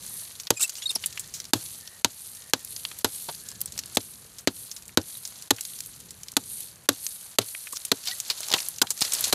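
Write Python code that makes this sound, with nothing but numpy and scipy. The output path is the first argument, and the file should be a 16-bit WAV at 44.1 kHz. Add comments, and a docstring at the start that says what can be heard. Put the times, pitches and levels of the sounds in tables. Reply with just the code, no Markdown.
"""A heavy knife chops a notch into a dry log outdoors, an arm's length from a phone.
Each blow is a burst of cracking noise over decaying log modes: a low thud and a higher knock.
Short noise bursts make chips and scrapes, struck modes make taps, shaky sine tones make the blade squeak.
Shaped noise makes a rustling jacket, crunching splinters, a far rumble and a faint whirr.
The phone's limiter looks ahead and ducks everything just before loud peaks."""
import sys
import numpy as np
from scipy import signal
from scipy.fft import rfft, irfft
from scipy.io import wavfile
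from scipy.ndimage import uniform_filter1d, minimum_filter1d

SR = 44100
rng = np.random.default_rng(int(sys.argv[2]) if len(sys.argv) > 2 else 0)


def wav_record(signal):
    """Record a signal, one row per channel, as 16-bit PCM in the file named by sys.argv[1]."""
    frames = np.transpose(np.atleast_2d(signal))
    bounded = np.clip(frames, -1, 1)
    # unit amplitude maps onto the largest positive 16-bit level
    quanta = np.round(bounded * 32767).astype(np.int16)
    wavfile.write(sys.argv[1], SR, quanta)


def boost(x):
    """Linear amplitude factor 10**(x/20) for a level x in decibels (scalar or array-like)."""
    u = np.asarray(x, float) / 20
    return 10 ** u


N = 411894  # length in samples

# Knife blows. Each row: start in seconds, relative level in dB, bite length in ms, thud against the crack
# in dB, treble tilt in dB per octave, pitch in Hz of the log modes that this spot favours.
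BLOWS = [(0.5042, 11.5, 3.97, -8, -1.5, 430), (1.5340, 24.5, 2.36, -12, 0, 243),
         (2.0457, 14, 2.83, -17, -5, 262), (2.5345, 13.5, 2.8, -13, -5.5, 290),
         (3.0450, 16.5, 1.04, -14, -1, 363), (3.97, 7.5, 2.78, -7.5, -5.5, 320),
         (4.4734, 11.5, 1.62, -9.5, -8, 261), (4.9727, 13, 2.61, -3, -6.5, 328),
         (5.5059, 14, 6.8, -8.5, -4, 392), (6.3667, 10, 4.7, -14, -0.5, 228),
         (6.8886, 19.5, 3.5, -12.5, -0.5, 230), (7.3853, 19, 4.76, -10, -1.5, 450),
         (7.9160, 4.5, 5.95, -5.5, -6, 380), (8.8160, 4.5, 6, -13.5, -2.5, 476),
         (9.3256, 2.5, 8.6, -6, -2, 474)]
# Modes of the log, low ones its thud and high ones its knock.
# Each row: nominal pitch in Hz, relative level in dB, longest t60 in seconds.
LOG = [(109, -11.5, 0.086), (228, -13.5, 0.073), (259.4, 0.5, 0.039), (303.4, -4, 0.041), (381, -2.5, 0.03),
       (453, -3, .028), (597, -7, .022), (636, 6.5, .022), (800, 10, .022), (915, 17.5, .022),
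       (1040, 12, .02), (1173, 10.5, .02), (1286, 17, .016), (1520, 16.5, .016)]
# Loose splinters and bark crunching on the pile. Each row: time in seconds, relative level in dB.
DEBRIS = [(0, -48.5), (.5, -55.5), (.65, -49.5), (1.1, -47.5), (1.5, -54.5), (1.9, -63), (2.9, -52),
          (3.5, -52.5), (3.93, -50.5), (4.15, -74), (5.4, -50.5), (6.0, -56.5), (7.3, -79), (7.9, -49),
          (8.3, -43), (8.6, -36.5), (8.8, -53.5), (8.95, -51.5), (9.05, -31.5), (9.1, -39), (9.14, -32.5),
          (9.34, -31.5)]


def colour(x, points, tilt_db=0.):
    """Minimum-phase filter with the given (Hz, dB) curve; tilt_db leans it per octave above 5 kHz."""
    hz, db = np.transpose(points)
    log_hz = np.log(np.maximum(np.arange(513) * SR / 1024, 1))
    octaves_up = np.maximum(log_hz - np.log(5000), 0) / np.log(2)
    gain_db = np.interp(log_hz, np.log(hz), db) + tilt_db * octaves_up
    # Folding the cepstrum forward makes the filter causal.
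    cepstrum = irfft(gain_db * np.log(10) / 20)
    cepstrum[1:512] *= 2
    cepstrum[513:] = 0
    response = irfft(np.exp(rfft(cepstrum)))
    unit_energy = response / np.sqrt(np.sum(response ** 2))
    return signal.fftconvolve(x, unit_energy)[:len(x)]


def add(out, s, sound):
    """Mix a short sound in at time s."""
    i = int(s * SR)
    out[i:i + len(sound)] += sound[:N - i]


def fade(t, t60):
    """Exponential decay, 60 dB in t60 (at least 2 ms)."""
    return np.exp(-np.log(1000) * t / max(t60, .002))


def walk(rate):
    """Random levels, a new one every 1 / rate s, gliding from one to the next; spread near 1."""
    k = int(SR / rate)
    return uniform_filter1d(np.repeat(rng.standard_normal(N // k + 1), k), k)[:N]


def grit(rate, spread_db, smooth_db):
    """Scattered short noise grains, rate per second, of uneven size over even noise; rms 1."""
    uneven = boost(spread_db * np.minimum(rng.exponential(1, N), 3))
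    size = (rng.random(N) < rate / SR) * uneven
    # Each grain falls to about a third in 1.3 ms.
    swell = signal.lfilter([1], [1, -np.exp(-1 / (0.0013 * SR))], size)
    swell = swell / np.sqrt(np.mean(swell ** 2))
    x = rng.standard_normal(N) * (swell + boost(smooth_db))
    return x / np.std(x)


def ring(t, modes, chance, push, near_hz=700., focus_db=0.):
    """Decaying sine modes set off by a push, peak 1; the spot struck favours those near one pitch."""
    scatter_db, detune = 2, .04  # spread of each mode's strength, and of its pitch as a fraction
    out = 0
    for (hz, db, t60), (a, b) in zip(modes, chance):
        # The log's lowest mode sounds wherever it is struck.
        away_db = focus_db * (hz > LOG[0][0]) * np.log2(hz / near_hz) ** 2
        envelope = boost(db + scatter_db * a - away_db) * fade(t, min(t60, 12 / hz))
        out = out + envelope * np.sin(2 * np.pi * hz * (1 + detune * b) * t)
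    out = signal.fftconvolve(out, push)[:len(t)]
    return out / np.abs(out).max()


def burst(noise, hz, low_db):
    """Two noises: one round its own pitch, one that knocks the log's modes."""
    curve = [(hz / 10.6, -32), (hz / 1.66, -9), (hz, 0), (hz * 1.375, -9), (hz * 6.0, -30)]
    bright = colour(noise[0], curve)
    t = np.arange(1323) / SR
    knock = ring(t, LOG[4:], rng.standard_normal((10, 2)), [1.])
    dull = signal.fftconvolve(noise[1], knock)[:len(bright)]
    return bright + boost(low_db - 12.5) * dull


def rumble():
    """Far-off low noise of the open country, its level wavering slowly."""
    # Spectrum of the rumble. Each row: frequency in Hz, relative level in dB.
    low_curve = [(15, -65), (25, -45), (35, 8), (49, 7.5), (139, -2), (174, -2.5), (249, -9.5),
                 (276, -12.5), (400, -13.5), (520, -14), (880, -120)]
    # Course of the rumble. Each row: time in seconds, level in dB that the waver plays round.
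    course = [(0, -52), (.8, -60.5), (1.01, -51.5), (2.36, -60), (2.55, -54.5), (3.3, -54.5), (3.55, -49.5),
              (4.2, -52.5), (4.5, -55), (5.7, -57.5), (6.05, -53), (6.85, -55), (7.1, -58), (8.22, -58),
              (8.69, -53.5), (9.05, -58), (9.34, -47)]
    hz, db = np.transpose(low_curve)
    log_hz = np.log(np.maximum(np.fft.rfftfreq(N, 1 / SR), 1))
    spectrum = rfft(rng.standard_normal(N)) * boost(np.interp(log_hz, np.log(hz), db))
    x = irfft(spectrum, N)
    waver_db = 2 * walk(6)
    level_db = np.interp(np.arange(N) / SR, *np.transpose(course))
    return x / np.std(x) * boost(level_db + waver_db)


def whirrs():
    """A faint narrow whirr far off comes and goes: band-passed noise swelling and fading."""
    # Each row: middle in seconds, half length in seconds, centre in Hz, level in dB.
    swells = [(.22, 0.16, 1830, -66), (1.175, 0.18, 1820, -63), (1.9, 0.14, 1830, -61),
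              (2.499, .2, 1860, -65), (3.498, .12, 1660, -61)]
    width_hz = 150
    out = np.zeros(N)
    for s, half, hz, db in swells:
        n = int(2 * half * SR)
        edges_hz = [hz - width_hz / 2, hz + width_hz / 2]
        band = signal.butter(2, edges_hz, "band", fs=SR, output="sos")
        x = signal.sosfilt(band, rng.standard_normal(22050))[:n]
        add(out, s - half, boost(db) * x / np.std(x) * signal.windows.tukey(len(x), .6))
    return out


def rustle():
    """Friction as gritty noise: fine hiss and coarse crunch from jacket and debris, and a woody rub."""
    # The jacket swishes as the arm lifts.
    # Each row: loudest moment in seconds, relative level in dB, dying away in dB per second.
    swishes = [(.13, -38, 54), (.68, -47.5, 30), (1.25, -58, 20), (1.65, -41, 44), (2.24, -40.5, 54),
               (2.74, -40, 50), (3.15, -37, 44), (3.85, -59, 23), (4.03, -44, 36), (4.6, -41.5, 59),
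               (5.13, -41, 53), (5.67, -40, 41), (6.2, -53, 40), (6.55, -36.5, 96), (7.06, -38, 52),
               (7.51, -39, 31), (8.12, -40, 77), (8.6, -38, 62), (8.96, -45, 25)]
    # Colours of the three parts. Each row: frequency in Hz, relative level in dB.
    hiss_curve = [(4120, -45), (7000, -37), (7300, -26), (8380, -9.5), (10500, -7.5), (11600, -7),
                  (15100, -29.5), (16000, -23)]
    crunch_curve = [(1180, -32.5), (2000, -13), (2670, -9), (4310, 1.5), (5340, -4.5), (6130, 0.5),
                    (7690, -0.5), (9000, -23), (11700, -34), (19800, -120)]
    rub_curve = [(150, -33), (250, -10.5), (618, -2), (883, -3), (1100, -2.5), (1640, -2.5), (2500, -6),
                 (3250, -7), (5500, -120)]
    rise_db_per_s, round_s = 122, 0.031  # the swish swells fast and has a rounded top
    cloth_crunch_db, cloth_crunch_share = -24.5, 0.59  # cloth's coarse part; dB per dB of swish
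    debris_hiss_db, debris_rub_db, rub_floor_db = -2, -11.5, -65
    spray_db, spray_t60_s = -65.5, 1  # splinters thrown by a blow settle; against its level
    swing_db, swing_rise_s = -62.5, 0.4  # the sleeve rubs more as the arm comes down for a blow

    # Envelopes are powers, so that sources add up.
    t = np.arange(0, N / SR + .01, .005)
    swish = 0
    for s, db, fall in swishes:
        away = np.hypot(t - s, round_s) - round_s
        swish = swish + boost(db - np.where(t < s, rise_db_per_s, fall) * away) ** 2
    debris = boost(np.interp(t, *np.transpose(DEBRIS))) ** 2
    swing = 0
    for s, db, *_ in BLOWS:
        swing = swing + (t < s) * boost(swing_db) ** 2 * np.exp(-(np.abs(t - s) / swing_rise_s) ** 2)
        spray = boost(db + spray_db) * fade(np.abs(t - s), spray_t60_s)
        debris = debris + (t > s) * spray ** 2
    hiss_power = swish + boost(debris_hiss_db) ** 2 * debris
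    crunch_power = boost(cloth_crunch_db) ** 2 * swish ** cloth_crunch_share + debris
    rub_power = boost(rub_floor_db) ** 2 + boost(debris_rub_db) ** 2 * debris + swing
    hiss_gain, crunch_gain, rub_gain = (np.interp(np.arange(N) / SR, t, np.sqrt(p))
                                        for p in (hiss_power, crunch_power, rub_power))

    flicker_db = 1.5 * walk(40)
    fine, coarse = grit(300, 3, 6), grit(150, 3.5, 4)
    hiss = colour(fine, hiss_curve) * hiss_gain * boost(flicker_db)
    crunch = colour(coarse, crunch_curve) * crunch_gain * boost(flicker_db)
    rub = colour(grit(73, 5.4, 11.0), rub_curve) * rub_gain * boost(flicker_db / 2)
    return hiss + crunch + rub


def squeaks():
    """Fast stick-slip of steel on wood: a harder grip gives a shakier tone with richer overtones."""
    # The blade squeaking in the cut. Each row: start in seconds, length in seconds, glide from Hz,
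    # to Hz (before the shake), level in dB that the shake plays round, grip from 0 to 1.
    glides = [(0.562, 0.031, 2570, 2410, -41.5, 0.5), (0.594, 0.017, 1360, 1150, -46.5, 1),
              (0.601, 0.025, 1160, 1670, -50, 1), (0.623, 0.017, 3550, 4150, -31.5, 0.86),
              (.632, 0.014, 1920, 1880, -46, 1), (.633, 0.029, 2670, 2660, -32, 0.28),
              (0.776, 0.027, 2720, 3220, -48.5, 1), (.815, 0.031, 3310, 3500, -39.5, 0.32),
              (0.831, 0.018, 2800, 2850, -49, 0.8), (0.855, 0.018, 3740, 3800, -23, 0.06),
              (0.866, .021, 4270, 4400, -35, .25), (.891, 0.0078, 4300, 4150, -28, 0.28),
              (0.893, .019, 3750, 3590, -25.5, 0.03), (0.899, 0.018, 2830, 2630, -42, 0.5),
              (0.882, 0.042, 4850, 5450, -42.5, 0.85), (0.603, 0.017, 2380, 2950, -37.5, 0.8),
              (0.95, 0.014, 6150, 4550, -25.5, 0.91), (8.072, .045, 718, 770, -49.5, 0.64),
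              (8.112, 0.027, 1900, 1970, -39, .05)]
    blade_hz, blade_width_hz, blade_db = 7600, 1400, 10  # overtones near this ring are lifted
    out = np.zeros(N)
    for s, length, from_hz, to_hz, db, grip in glides:
        n, grip = int(length * SR), np.clip(grip, 0, 1)
        shake = uniform_filter1d(rng.standard_normal((2, 4410)), 40)[:, :n]
        pitch_hz = np.linspace(from_hz, to_hz, n) * (1 + 0.092 * grip * shake[0])
        phase = 2 * np.pi * np.cumsum(pitch_hz) / SR
        tone = np.sin(phase)
        for k in range(2, 8):
            if k * from_hz < 12500:
                off_ring = (k * (from_hz + to_hz) / 2 - blade_hz) / blade_width_hz
                lift = boost(blade_db * np.exp(-off_ring ** 2))
                tone = tone + grip * lift * np.sin(k * phase)
        level = boost(db + 28.0 * grip * shake[1]) * np.sqrt(2)
        add(out, s, level * signal.windows.tukey(n, .7) * tone)
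    return out


def scrapes():
    """Bumpy swells of friction noise, the briefest heard as ticks."""
    # Scrapes of blade or sleeve over torn wood, and two brief chip ticks at 3.95 and 7.55 s.
    # Each row: start in seconds, length in seconds, centre in Hz, relative level in dB,
    # relative level of the woody low part in dB.
    strokes = [(0.565, 0.022, 7450, -41, -29), (0.588, 0.077, 7950, -26.5, -25),
               (0.745, 0.053, 7000, -41.5, -28), (0.901, 0.02, 9000, -30.5, -18),
               (3.945, 0.022, 8300, -19, -21), (7.546, 0.0087, 2570, -32.5, -21),
               (7.744, 0.044, 6160, -33.5, -26), (8.049, 0.07, 4800, -30.5, -21),
               (8.487, 0.096, 4130, -33, 6), (9.007, 0.031, 4480, -19.5, -27)]
    out = np.zeros(N)
    for s, length, hz, db, low_db in strokes:
        n, noise = int(length * SR), rng.standard_normal((3, 4410))
        bumps = boost(40 * uniform_filter1d(noise[2], 80)[:n])
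        add(out, s, boost(db) * burst(noise[:2, :n] * bumps * np.hanning(n), hz, low_db))
    return out


def taps():
    """A short rough contact sets off the log's modes near one pitch."""
    # Blade or large chip tapping the log, and the knock of a light blow at 8.54 s.
    # Each row: start in seconds, peak level in dB, favoured pitch in Hz, t60 of the contact in seconds.
    contacts = [(0.961, -26, 360, 0.013), (2.9148, -40, 1000, .015), (3.2865, -25.5, 710, 0.06),
                (3.778, -42, 1200, 0.017), (6.327, -42, 700, 0.011), (7.731, -31, 1020, 0.023),
                (8.307, -30, 810, 0.036), (8.404, -35, 900, 0.019), (8.482, -38, 900, .015),
                (8.539, -6.5, 830, 0.02), (8.824, -18, 800, 0.06), (8.91, -34.5, 1110, .02),
                (9.0168, -17.5, 1160, 0.018)]
    focus_db = 12  # loss of a mode one octave from the favoured pitch
    out, t = np.zeros(N), np.arange(3528) / SR
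    for s, db, near_hz, contact in contacts:
        push = rng.standard_normal(len(t)) * (1 - np.exp(-t / 0.00075)) * fade(t, contact)
        chance = rng.standard_normal((13, 2))
        add(out, s, boost(db) * ring(t, LOG[1:], chance, push, near_hz, focus_db))
    return out


def chips():
    """Each tick is a sharp, dying noise burst; faint crumbs fall at random in between."""
    # Chips, splinters and twigs ticking, the crack of a light blow at 8.53 s,
    # and the second crack of the blow at 8.82 s.
    # Each row: start in seconds, relative level in dB, centre in Hz, t60 of the tail in seconds.
    ticks = [(.399, -26.5, 6100, 0.056), (.47, -23.5, 4800, 0.029), (.473, -33, 2740, 0.045),
             (.6946, -20, 6550, 0.037), (.821, -30, 3530, 0.054), (0.957, -22, 5250, 0.054),
             (1.0385, -21.5, 3070, 0.034), (1.06, -14, 9900, .038), (1.126, -31, 6000, 0.041),
             (1.175, -25.5, 2940, 0.035), (1.195, -23, 8350, 0.066), (1.339, -27, 6760, 0.19),
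             (1.4012, -23.5, 5700, 0.029), (1.4524, -28.5, 5450, 0.025), (1.875, -26.5, 4660, 0.017),
             (2.648, -24.5, 11300, 0.02), (2.764, -23.5, 4470, 0.016), (2.8508, -17, 3720, 0.021),
             (2.9145, -28.5, 3140, .023), (2.9876, -25.5, 11100, .029), (3.2226, -29, 11300, 0.027),
             (3.2886, -28.5, 3950, 0.069), (3.487, -26, 7760, 0.032), (3.5152, -28, 7100, 0.013),
             (3.606, -26, 11600, 0.043), (3.6145, -13.5, 11700, 0.019), (3.6582, -22.5, 8700, 0.025),
             (3.7219, -28.5, 7800, 0.029), (3.7772, -20.5, 6600, 0.027), (3.7896, -17.5, 6000, 0.035),
             (3.859, -28.5, 10000, 0.017), (4.3845, -29.5, 6700, 0.065), (4.714, -26.5, 6430, 0.052),
             (4.764, -29, 6030, 0.059), (5.1717, -28, 10900, 0.018), (5.252, -25, 6500, 0.05),
             (5.423, -27.5, 7360, .023), (5.584, -31.5, 2600, 0.052), (5.609, -20.5, 8140, 0.033),
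             (5.6512, -23, 6400, 0.031), (5.7347, -34.5, 4000, 0.019), (5.8048, -19.5, 7300, .021),
             (5.86, -28, 11200, .025), (6.107, -29.5, 7500, 0.038), (6.233, -29, 6640, 0.029),
             (6.2838, -27, 5470, 0.023), (6.318, -27, 8500, .017), (6.605, -24, 11000, 0.028),
             (7.0656, -16.5, 6600, 0.02), (7.4147, -25.5, 4140, 0.058), (7.67, -27, 2400, 0.032),
             (7.725, -25, 8700, 0.093), (7.851, -17, 9100, 0.029), (8.0722, -21.5, 4800, .069),
             (8.1115, -22, 4240, 0.035), (8.2012, -17.5, 7200, 0.033), (8.262, -35, 5500, 0.024),
             (8.3, -14, 4440, 0.073), (8.405, -21.5, 9200, .025), (8.431, -26, 4400, 0.053),
             (8.4846, -19, 7000, 0.016), (8.503, -20, 5500, 0.018), (8.516, -8, 4500, .03),
             (8.584, -23, 3300, 0.035), (8.629, -28, 5500, 0.026), (8.976, -24.5, 6100, 0.018),
             (9.008, -12, 8900, 0.046), (9.05, -19.5, 4930, 0.051), (9.15, -20, 5500, .03),
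             (8.5263, -2.5, 4100, 0.02), (8.538, 4.5, 3700, 0.036), (8.6857, -17.5, 11100, .021),
             (8.784, -24.5, 6290, .033), (8.8232, 0, 7040, 0.015), (8.8697, -27, 3960, .042),
             (8.9046, -13, 7550, 0.053), (9.0172, -15.5, 4960, 0.052), (9.121, -15.5, 5900, .022),
             (9.1347, -14.5, 8060, 0.077), (9.2404, -13, 6440, 0.067)]
    wood_db = -52  # how little a tick stirs the log, relative
    crumbs_per_s, crumb_t60_s = 8, .024
    crumb_mid_db, crumb_mid_hz = -35, 7000  # crumbs scatter round these
    follow = 0.64  # crumb level in dB per dB of debris

    out, t = np.zeros(N), np.arange(2646) / SR
    count = int(crumbs_per_s * N / SR)
    when, chance = rng.random(count) * N / SR, rng.standard_normal((count, 2))
    busy_db = np.interp(when, *np.transpose(DEBRIS))
    crumb_db = crumb_mid_db + follow * (busy_db - np.median(busy_db))
    crumbs = []
    for s, db, (a, b) in zip(when, crumb_db, chance):
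        hz = min(crumb_mid_hz * np.exp(.35 * b), 12000)
        crumbs.append((s, db + 3 * a, hz, crumb_t60_s))
    for s, db, hz, t60 in ticks + crumbs:
        shape = (1 - np.exp(-t / .0002)) * (fade(t, t60) + fade(t, .005))
        noise = rng.standard_normal((2, len(t)))
        add(out, s, boost(db) * 0.62 * burst(noise * shape, hz, wood_db))
    return out


def blows():
    """Fibres burst while the edge bites, duller splinters crackle on; the log thumps as the blade stops."""
    # Colour of cracking fibres. Each row: frequency in Hz, relative level in dB.
    crack_curve = [(880, -2.5), (1500, 1), (2080, -1), (3920, 9), (5380, 3), (6500, 6.5), (8080, 4.5),
                   (9650, -2.5), (11000, 4.5), (11500, 9.5), (13400, -5), (15400, -32), (16000, 3.5)]
    mid_knock_db, knock_follows_thud = -9.5, 0.31  # knock at a thud of 0 dB; dB per dB of thud
    focus_db = 11  # loss of a low mode one octave from the favoured pitch
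    out, t = np.zeros(N), np.arange(8820) / SR
    tearing = np.exp(-(t / .016) ** 4)  # the splinters soon stop tearing
    low, high = LOG[:7], LOG[7:]
    for s, db, bite_ms, thud_db, treble_db, near_hz in BLOWS:
        noise, chance = rng.standard_normal((3, len(t))), rng.standard_normal((2, 7, 2))

        # Crack: the bite, then the splinters.
        u = t / (max(bite_ms, .5) / 1000)
        bite = (1 - np.exp(-t / 0.00038)) * np.exp(-u ** 2)
        crackle = boost(-8) * fade(t, .032) * tearing + boost(-36) * fade(t, .08)
        splinter = crackle * np.minimum(u, 1)
        crack = colour(noise[0] * bite, crack_curve, treble_db)
        crack = crack + colour(noise[1] * splinter, crack_curve, treble_db - 3.5)

        # Thud: a short push when the edge wedges, and the log rattling on its pile.
        stop = np.exp(-((t - 0.000783 * bite_ms - .0003) / 0.0002) ** 2)
        shudder = uniform_filter1d(noise[2], 40) * fade(t, 0.085) * np.minimum(u, 1)
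        push = np.gradient(stop + 0.093 * shudder)  # the air feels the change of the push
        thud = boost(thud_db) * ring(t, low, chance[0], push, near_hz, focus_db)

        # Knock: fibres give way by jerks.
        jerks = noise[2] * (bite + 5 * splinter)
        knock = boost(mid_knock_db + knock_follows_thud * thud_db) * ring(t, high, chance[1], jerks)
        add(out, s, boost(db) * (0.58 * crack + thud + knock))
    return out


def scene():
    """All sources, one microphone."""
    background = rumble() + whirrs() + rustle()
    details = squeaks() + scrapes() + taps() + chips()
    return (background + details + blows())[None]


def top_cut(x):
    """Nothing passes above the cut-off."""
    return signal.sosfilt(signal.butter(12, 16490, fs=SR, output="sos"), x)


def record(dry):
    """The limiter sees peaks coming, ramps the gain down ahead of them and lets go soon after."""
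    bass_hz, top_hz = 91, 15550
    ceiling_db, ratio = -4.6, 7.5
    look_ahead_s, ramp_s, release_s = .027, .013, .006
    # The microphone has little bass.
    dry = signal.sosfilt(signal.butter(3, bass_hz, "high", fs=SR, output="sos"), dry)
    over_db = np.maximum(20 * np.log10(np.abs(dry[0]) + 1e-9) - ceiling_db, 0)
    ahead, ramp = int(look_ahead_s * SR), int(ramp_s * SR)
    # Negative origin: the deepest cut needed soon already holds now.
    held = minimum_filter1d(-over_db * (1 - 1 / ratio), ahead, origin=-(ahead // 2))
    held = uniform_filter1d(held, ramp, origin=(ramp - 1) // 2)
    stay = np.exp(-1 / (release_s * SR))
    released = signal.lfilter([1 - stay], [1, -stay], held)
    gain_db = np.minimum(held, released)
    top = signal.ellip(8, .2, 30, top_hz, fs=SR, output="sos")  # steep end of the treble
    mix = signal.sosfilt(top, dry * boost(gain_db))
    return top_cut(mix)


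dry = scene()
out = record(dry)
wav_record(out)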